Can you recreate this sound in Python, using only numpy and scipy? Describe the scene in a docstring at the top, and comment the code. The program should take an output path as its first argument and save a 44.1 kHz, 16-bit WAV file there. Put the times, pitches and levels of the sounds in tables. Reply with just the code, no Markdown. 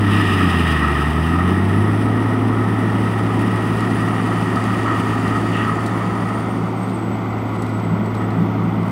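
"""A forestry mulcher grinding wood

Some way off, a wheeled mulcher backs across a clearing. Its six-cylinder diesel slows under load in
the first second, recovers, and runs free once the toothed drum lifts, about 6.5 s in. Exhaust pulses
and the churning drum make the drone. The teeth tear wood and ring the steel, the fan roars,
the turbo whistles, and flung chips tick and patter."""
import sys
import numpy as np
from scipy import signal
from scipy.fft import rfft, irfft, next_fast_len
from scipy.io import wavfile
from scipy.ndimage import map_coordinates

SR = 44100
rng = np.random.default_rng(int(sys.argv[2]) if len(sys.argv) > 2 else 0)


def unload_audio(sound):
    """Save the sound as a 16-bit wav file, at the path given as the first command line argument."""
    columns = np.transpose(np.atleast_2d(sound))
    # keep every value between -1 and 1, then stretch to whole-number steps
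    steps = np.round(np.clip(columns, -1, 1) * 32767)
    wavfile.write(sys.argv[1], SR, steps.astype(np.int16))


N = 392931
T = np.arange(N) / SR
CYLINDERS, FULL_SPEED_HZ = 6, 110.8  # full speed is counted in firings per second
LIFT_AT_S, LIFT_S = 6.25, 0.52  # when the drum starts to lift out of the wood, and how long it takes


def amp(db):
    """Turns decibels into a gain."""
    return np.exp(np.asarray(db) * (np.log(10) / 20))


def unit(x):
    """Scales a signal to an average (rms) level of 1."""
    return x / np.sqrt(np.mean(x ** 2) + 1e-20)


def curves(rows):
    """Joins a timed table's points into one curve per value column."""
    times, *columns = np.transpose(rows)
    return [np.interp(T, times, column) for column in columns]


def ramp(start_s, length_s):
    """Goes from 0 to 1 and stays there."""
    return np.clip((T - start_s) / length_s, 0, 1)


def swells(rows, rise_s):
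    """Adds up the gains of events that rise quickly, then die away."""
    return sum(amp(db) * ramp(start, rise_s) * (1 - ramp(start + rise_s, fade) ** 2) ** 2
               for start, fade, db in rows)


def filtered(x, response):
    """Gives each frequency its own gain, then sets the level to 1."""
    size = next_fast_len(len(x))
    spectrum = rfft(x, size) * response(np.fft.rfftfreq(size, 1 / SR))
    return unit(irfft(spectrum, size)[:len(x)])


def colour(x, spectrum):
    """Shapes a sound's lows and highs to follow a table."""
    hz, db = np.transpose(spectrum)
    return filtered(x, lambda f: amp(np.interp(np.log(f + 1), np.log(hz), db, left=-70, right=-70)))


def ring(x, modes):
    """Makes a sound ring at the listed pitches."""
    return filtered(x, lambda f: sum(amp(db) / (1 + ((f - hz) / (width / 2)) ** 2)
                                     for hz, width, db in modes))


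def noise():
    """An even hiss (white noise)."""
    return rng.standard_normal(N)


def wander(rate_hz, step=32):
    """A smooth random wobble, up to about the given rate."""
    knots = T[::step]
    slow = filtered(rng.standard_normal(len(knots)), lambda f: 1 / (1 + (f / step / rate_hz) ** 4))
    return np.interp(T, knots, slow)


def grains(per_s, spread_db):
    """Scattered clicks of random size and sign."""
    at = np.flatnonzero(rng.random(N) < per_s / SR)
    sizes = amp(spread_db * np.minimum(rng.exponential(1, N)[at], 4))
    clicks = np.zeros(N)
    clicks[at] = sizes * rng.choice([-1, 1], N)[at]
    return unit(clicks)


def knocking(firings, share, every, points=400):
    """Noise, a share of which repeats every few firings as the same parts strike again."""
    length = every * points
    pattern = rng.standard_normal(length)
    repeating = np.interp(firings * points, np.arange(length), pattern, period=length)
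    return np.sqrt(share) * unit(repeating) + np.sqrt(1 - share) * noise()


# how fast the engine fires: (time [s], firing rate [Hz])
FIRING_RATE = [(0, 101.7), (.22, 101.7), (.55, 86.1), (.82, 75), (1, 73.3), (1.17, 77.7), (1.46, 90.3),
               (1.85, 104), (2.11, 109), (3.28, 109.2), (4.1, 110.5), (5.39, 109.1), (6.1, 111.1),
               (6.8, 111.7), (7.35, 109.2), (8.91, 109.5)]
# how hard the exhaust beats: (time [s], level [dB])
EXHAUST_LEVEL = [(0, -16.5), (.5, -20), (1, -22), (1.8, -17.5), (2.15, -19.8), (3.25, -20.5), (4.1, -23.5),
                 (5.35, -23), (6.9, -27), (8.3, -23), (8.91, -23.5)]


def engine_effort():
    """Firing rate and exhaust level: the engine slows under load, then recovers."""
    firing_hz, = curves(FIRING_RATE)
    exhaust_db, = curves(EXHAUST_LEVEL)
    return firing_hz, exhaust_db


# higher tones in each exhaust pulse: (multiple of the firing rate [x], level [dB])
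EXHAUST_OVERTONES = [(2, -3), (3, -5.5), (4, -17)]
# hum of uneven cylinders and driven shafts: (multiple of the engine cycle rate [x], level [dB])
SHAFT_TONES = [(2, -60), (3, -47), (4, -62), (9, -33), (10, -32), (13, -44), (14, -29), (15.36, -32.5),
               (18, -33), (20, -37)]


def diesel(firings, firing_hz, exhaust_db, full_sag_hz=21):
    """Exhaust pulses drone over humming shafts, and sharpen as the slowing engine gets more fuel."""
    strain = np.clip((FULL_SPEED_HZ - firing_hz) / full_sag_hz, 0, 1)
    tone = -np.cos(2 * np.pi * firings) * amp(-0.32 * wander(16))
    edge = -sum(amp(db) * np.cos(2 * np.pi * k * firings) for k, db in EXHAUST_OVERTONES)
    edge_gain = amp(-7 + 6.5 * strain + wander(9))
    pulses = amp(exhaust_db) * (tone + edge_gain * edge)
    cycles = firings / CYLINDERS  # each cylinder fires once per cycle
    shafts = sum(amp(db + 2.5 * wander(1.84)) * np.cos(2 * np.pi * k * cycles + .5 * wander(3.6))
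                 for k, db in SHAFT_TONES)
    shaft_gain = amp(-2 - 4 * strain + 0.88 * (exhaust_db - exhaust_db.mean()))
    return np.sqrt(2) * (pulses + shaft_gain * shafts)


# roar of the fan and valves: (frequency [Hz], level [dB])
FAN_SPECTRUM = [(300, -18), (440, -4), (540, -9.5), (640, 2.5), (900, 2), (1060, -1), (1300, -1.5),
                (1450, -3.5), (1680, -17), (2000, -5.5), (2600, -18.5), (3450, -20), (3850, -27.5),
                (6000, -34.5), (15700, -79)]
# low rush of the fan blades: (pitch [Hz], width [Hz], level [dB])
BLADE_RUSH = [(521, 203, 0)]


def fan_and_valves(firings, speed):
    """The cooling fan roars and the valves clatter, both quieter when the engine slows."""
    roar_gain = amp(-28.5 - 1.5 * ramp(LIFT_AT_S, LIFT_S)) * speed ** 0.4
    roar = colour(knocking(firings, share=0.12, every=CYLINDERS), FAN_SPECTRUM)
    rush_gain = amp(-38) * speed ** 5
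    return roar_gain * roar + rush_gain * ring(noise(), BLADE_RUSH)


# whines of the gears and oil pumps: (multiple of the engine cycle rate [x], level [dB])
PUMP_WHINES = [(40, -49), (54, -50), (62.25, -47), (70.5, -46), (78, -52), (112, -56)]


def pumps(firings, flutter_db=3.5):
    """Gears and pumps driven by the engine give wavering whines, louder once the drum lifts."""
    cycles = firings / CYLINDERS
    whines = sum(amp(db + flutter_db * wander(5.8)) * np.sin(2 * np.pi * k * cycles + .15 * wander(8.6))
                 for k, db in PUMP_WHINES)
    return np.sqrt(2) * amp(-4 + 3 * ramp(LIFT_AT_S, LIFT_S)) * whines


# boom of the drum's housing: (frequency [Hz], level [dB])
BOOM_SPECTRUM = [(110, -52), (145, -26), (165, 9), (190, 6.5), (215, 2.5), (250, -31.5), (330, -43)]
# moments when the boom swells: (start [s], fade [s], level [dB])
BOOM_SWELLS = [(.18, 0.34, -22), (3.15, 0.96, -25), (6.05, .3, -28), (6.95, 0.54, -27), (7.85, 0.43, -20),
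               (8.25, 1.6, -22.5)]
# rumble of tumbling mulch: (frequency [Hz], level [dB])
CHURN_SPECTRUM = [(20, -38), (42, -32), (55, -13.5), (90, -8.5), (135, -10), (200, -4.5), (270, -1),
                  (350, -3), (400, -6.5), (460, -11.5), (530, -30), (800, -81)]


def drum(speed, exhaust_db):
    """The spinning drum booms in its housing and tumbles the mulch, harder as the engine pulls."""
    surges = amp(-1.5) * swells(BOOM_SWELLS, rise_s=0.088)
    boom_gain = np.hypot(amp(-28) * speed ** 4, surges)
    calm = ramp(start_s=5.56, length_s=0.52)  # the drum leaves the deep mulch
    churn_gain = amp(-24 + 0.44 * (exhaust_db - exhaust_db.mean()) - 2.5 * calm) * speed ** 0.2
    return boom_gain * colour(noise(), BOOM_SPECTRUM) + churn_gain * colour(noise(), CHURN_SPECTRUM)


# how much wood the teeth take, compared with steady cutting: (time [s], level [dB])
WOOD_FEED = [(0, 2.5), (.15, 12.5), (.68, 11), (1.1, 5.5), (2.1, -2), (2.6, -2.5), (3.3, 1), (5.3, 1.5),
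             (5.9, -3.5), (8.91, -6)]


def in_wood(level_db, follow, lifted_db, linger_s=0):
    """Gain of a cutting noise: it grows with more wood and drops when the drum lifts."""
    feed_db, = curves(WOOD_FEED)
    return amp(level_db + follow * feed_db + lifted_db * ramp(LIFT_AT_S + linger_s, LIFT_S))


# wood tearing: (frequency [Hz], level [dB])
TEAR_SPECTRUM = [(1500, -41), (2180, -14), (2420, 6.5), (2950, 1), (3350, -1), (3800, -10.5), (4250, -16),
                 (4600, -23), (5000, -6), (5900, -50), (6700, -23.5), (9000, -53)]
# hiss of flying fibres: (frequency [Hz], level [dB])
SPRAY_SPECTRUM = [(3000, -29), (4600, -7.5), (6100, -0.5), (6700, -31), (7200, -6.5), (7600, -8.5),
                  (8000, 1), (8700, 0.5), (9600, 2.5), (10800, -2.5), (12000, -11.5), (13000, -12),
                  (14200, -7), (15700, -5)]


def cutting():
    """Teeth tear the wood unevenly and throw a hissing spray of fibres, which hangs on briefly."""
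    fibres = noise() + 0.58 * grains(per_s=1500, spread_db=4.5)
    fibres *= amp(1.1 * wander(24))
    tear_gain = in_wood(level_db=-42, follow=1.1, lifted_db=-12)
    spray_gain = in_wood(level_db=-50.5, follow=0.56, lifted_db=-14, linger_s=0.16)
    return tear_gain * colour(fibres, TEAR_SPECTRUM) + spray_gain * colour(fibres, SPRAY_SPECTRUM)


# the teeth catch solid wood: (start [s], fade [s], low ring [dB], high ring [dB], rasp [dB])
SOLID_BITES = [(.39, 0.16, -24, -27, -41), (.62, 0.17, -34, -29, -35), (.78, 0.3, -24, -29, -48),
               (1.284, 0.35, -23, -43, -48), (4.828, 0.23, -19, -31, -41), (5.24, .2, -26, -42, -49),
               (5.51, 0.18, -27, -26, -32), (5.572, .24, -20.5, -34, -51), (6.25, 0.44, -27.5, -37, -55),
               (8.17, .3, -34, -39, -53), (8.5, 0.38, -34, -52, -65)]


def bites():
    """Each bite swells three gains: the steel's low ring, its high ring and the wood's rasp."""
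    starts, fades, *levels = np.transpose(SOLID_BITES)
    return [swells(zip(starts, fades, db), rise_s=0.038) for db in levels]


# the steel drum's low ring: (pitch [Hz], width [Hz], level [dB])
LOW_RING = [(1142, 240, -4), (1223, 94, -4), (1276, 76, 5)]
# its high ring: (pitch [Hz], width [Hz], level [dB])
HIGH_RING = [(1798, 294, -2), (1870, 110, 0), (1918, 60, -3.5)]


def steel(firings, low_bites, high_bites, bite_db=-4.5, growth_db_per_s=0.52):
    """Tooth after tooth hits wood and rings the engine-driven drum; solid bites ring it harder."""
    blows = knocking(firings, share=0.21, every=3) + 0.71 * grains(per_s=400, spread_db=3.5)
    blows *= amp(wander(21))
    low_cutting = in_wood(level_db=-33, follow=0.55, lifted_db=-13) * amp(growth_db_per_s * T)
    high_cutting = in_wood(level_db=-34, follow=0.66, lifted_db=-20)
    low_gain = np.hypot(low_cutting, amp(bite_db) * low_bites)
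    high_gain = np.hypot(high_cutting, amp(bite_db) * high_bites)
    return low_gain * ring(blows, LOW_RING) + high_gain * ring(blows, HIGH_RING)


# the ring of wood as it is torn: (pitch [Hz], width [Hz], level [dB])
WOOD_RING = [(2760, 720, 11), (3020, 300, -20)]


def wood_rasp(rasp_bites):
    """Solid wood gives a short rasp each time the drum bites into it."""
    scrape = noise() + 0.73 * grains(per_s=750, spread_db=-3)
    return amp(-1) * rasp_bites * ring(scrape, WOOD_RING)


# the turbo's whistle, sinking as its air pressure falls: (time [s], pitch [Hz], level [dB])
TURBO_WHISTLE = [(1.2, 9860, -68), (1.95, 10270, -53), (2.3, 10100, -70), (3.1, 10020, -68),
                 (3.65, 9950, -53), (4.1, 9600, -54), (4.45, 9470, -54), (5, 9420, -62), (5.65, 9680, -59),
                 (5.9, 9500, -61), (6.5, 8680, -53), (6.68, 8450, -63), (6.85, 8220, -50), (7.1, 7970, -53),
                 (7.35, 7870, -61), (7.8, 7990, -55), (8.2, 7990, -59), (8.65, 8180, -61)]


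def turbo(jitter=0.00146, flutter_db=4, breath_ratio=1.7, breath_width_hz=440):
    """Spinning blades whistle thinly; a breathy hiss joins in once the load comes off."""
    hz, db = curves(TURBO_WHISTLE)
    phase = 2 * np.pi * np.cumsum(hz * (1 + jitter * wander(106))) / SR
    whistle = np.sqrt(2) * np.sin(phase) * amp(db - 4 + flutter_db * wander(21))
    # two low rumbles are shifted up to make a band of hiss above the whistle
    rumble_a, rumble_b = (ring(noise(), [(0, breath_width_hz, 0)]) for _ in range(2))
    breath = rumble_a * np.cos(breath_ratio * phase) + rumble_b * np.sin(breath_ratio * phase)
    return whistle + amp(-63) * ramp(LIFT_AT_S, LIFT_S) * breath


# loose mulch landing: (frequency [Hz], level [dB])
MULCH_SPECTRUM = [(2200, 7), (3800, -17), (4200, 1), (4550, 6), (5300, -6), (6500, -1), (7500, -1),
                  (10000, -11)]


def mulch_shower(trickle_db_per_s=-3):
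    """Loose mulch rains on the ground, building up, then fading to a trickle as the cut ends."""
    build_up = ramp(start_s=2, length_s=3)
    ending = ramp(start_s=LIFT_AT_S - 0.69, length_s=1.4)
    level_db = -49 - 8 * ending + trickle_db_per_s * np.maximum(T - LIFT_AT_S, 0)
    return build_up * amp(level_db) * colour(grains(per_s=7700, spread_db=6), MULCH_SPECTRUM)


# spells of falling chips: (start [s], fade [s], level [dB])
PATTER_SPELLS = [(3.3, 3.4, -59), (6.75, 0.94, -58.5), (7.38, 0.65, -57.5), (8.02, 0.67, -60),
                 (8.78, .3, -54)]
# the tick of a chip or stick: (frequency [Hz], level [dB])
CHIP_SPECTRUM = [(900, -20), (2500, -9), (4000, 10), (6500, -2), (8300, 4), (10300, 1), (12000, -15),
                 (15700, -9)]


def chip_patter():
    """Small chips patter down in clumps."""
    clumps = grains(per_s=260, spread_db=2.5) * amp(4.5 * wander(40))
    return swells(PATTER_SPELLS, rise_s=0.1) * colour(clumps, CHIP_SPECTRUM)


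# single chips and snapping sticks: (time [s], level [dB])
STICK_SNAPS = [(3.769, -32), (3.8046, -30), (4.5577, -28), (4.639, -28), (5.2781, -30), (5.8623, -23.5),
               (7.49, -41), (7.5544, -41), (7.6215, -29), (7.664, -32), (7.6914, -39), (7.7977, -38),
               (8.0594, -36), (8.1495, -34), (8.3052, -36), (8.83, -39), (8.8802, -39)]


def stick_snaps(attack_s=0.0007, decay_s=0.0026, tail_db=-18, tail_s=0.029):
    """Each stick breaks with a sharp crack and a brief scatter."""
    out = np.zeros(N)
    t = T[:SR // 8]
    attack = 1 - np.exp(-t / attack_s)
    decay = np.exp(-t / decay_s) + amp(tail_db) * np.exp(-t / tail_s)
    for start, db in STICK_SNAPS:
        crack = colour(rng.standard_normal(len(t)), CHIP_SPECTRUM) * attack * decay
        slot = out[round(start * SR):][:len(t)]
        slot += amp(db - 1) * crack[:len(slot)] / abs(crack).max()
    return out


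def ground_bounce(x, lag_s=0.0012, drift_s_per_s=-4e-6):
    """Adds a flipped echo off the ground, whose delay shortens as the machine backs away."""
    delay_s = lag_s + drift_s_per_s * T
    echo = map_coordinates(x, [(T - delay_s) * SR], order=3)
    return x - 0.28 * echo


def scene():
    """The whole machine, heard from one spot."""
    firing_hz, exhaust_db = engine_effort()
    firings = np.cumsum(firing_hz) / SR  # running count, which keeps the engine's parts in step
    speed = firing_hz / FULL_SPEED_HZ
    low_bites, high_bites, rasp_bites = bites()
    engine = diesel(firings, firing_hz, exhaust_db) + fan_and_valves(firings, speed)
    whines = pumps(firings) + turbo()
    grinding = drum(speed, exhaust_db) + steel(firings, low_bites, high_bites) + wood_rasp(rasp_bites)
    debris = cutting() + mulch_shower() + chip_patter() + stick_snaps()
    return (engine + whines + grinding + ground_bounce(debris))[None]


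def record(dry):
    """Cuts away the very highest treble."""
    cutoff_hz = 15760
    low_pass = signal.firwin(1023, cutoff_hz, window=("kaiser", 9), fs=SR)
    return signal.oaconvolve(dry, low_pass[None], "same")


dry = scene()
out = record(dry)
unload_audio(out)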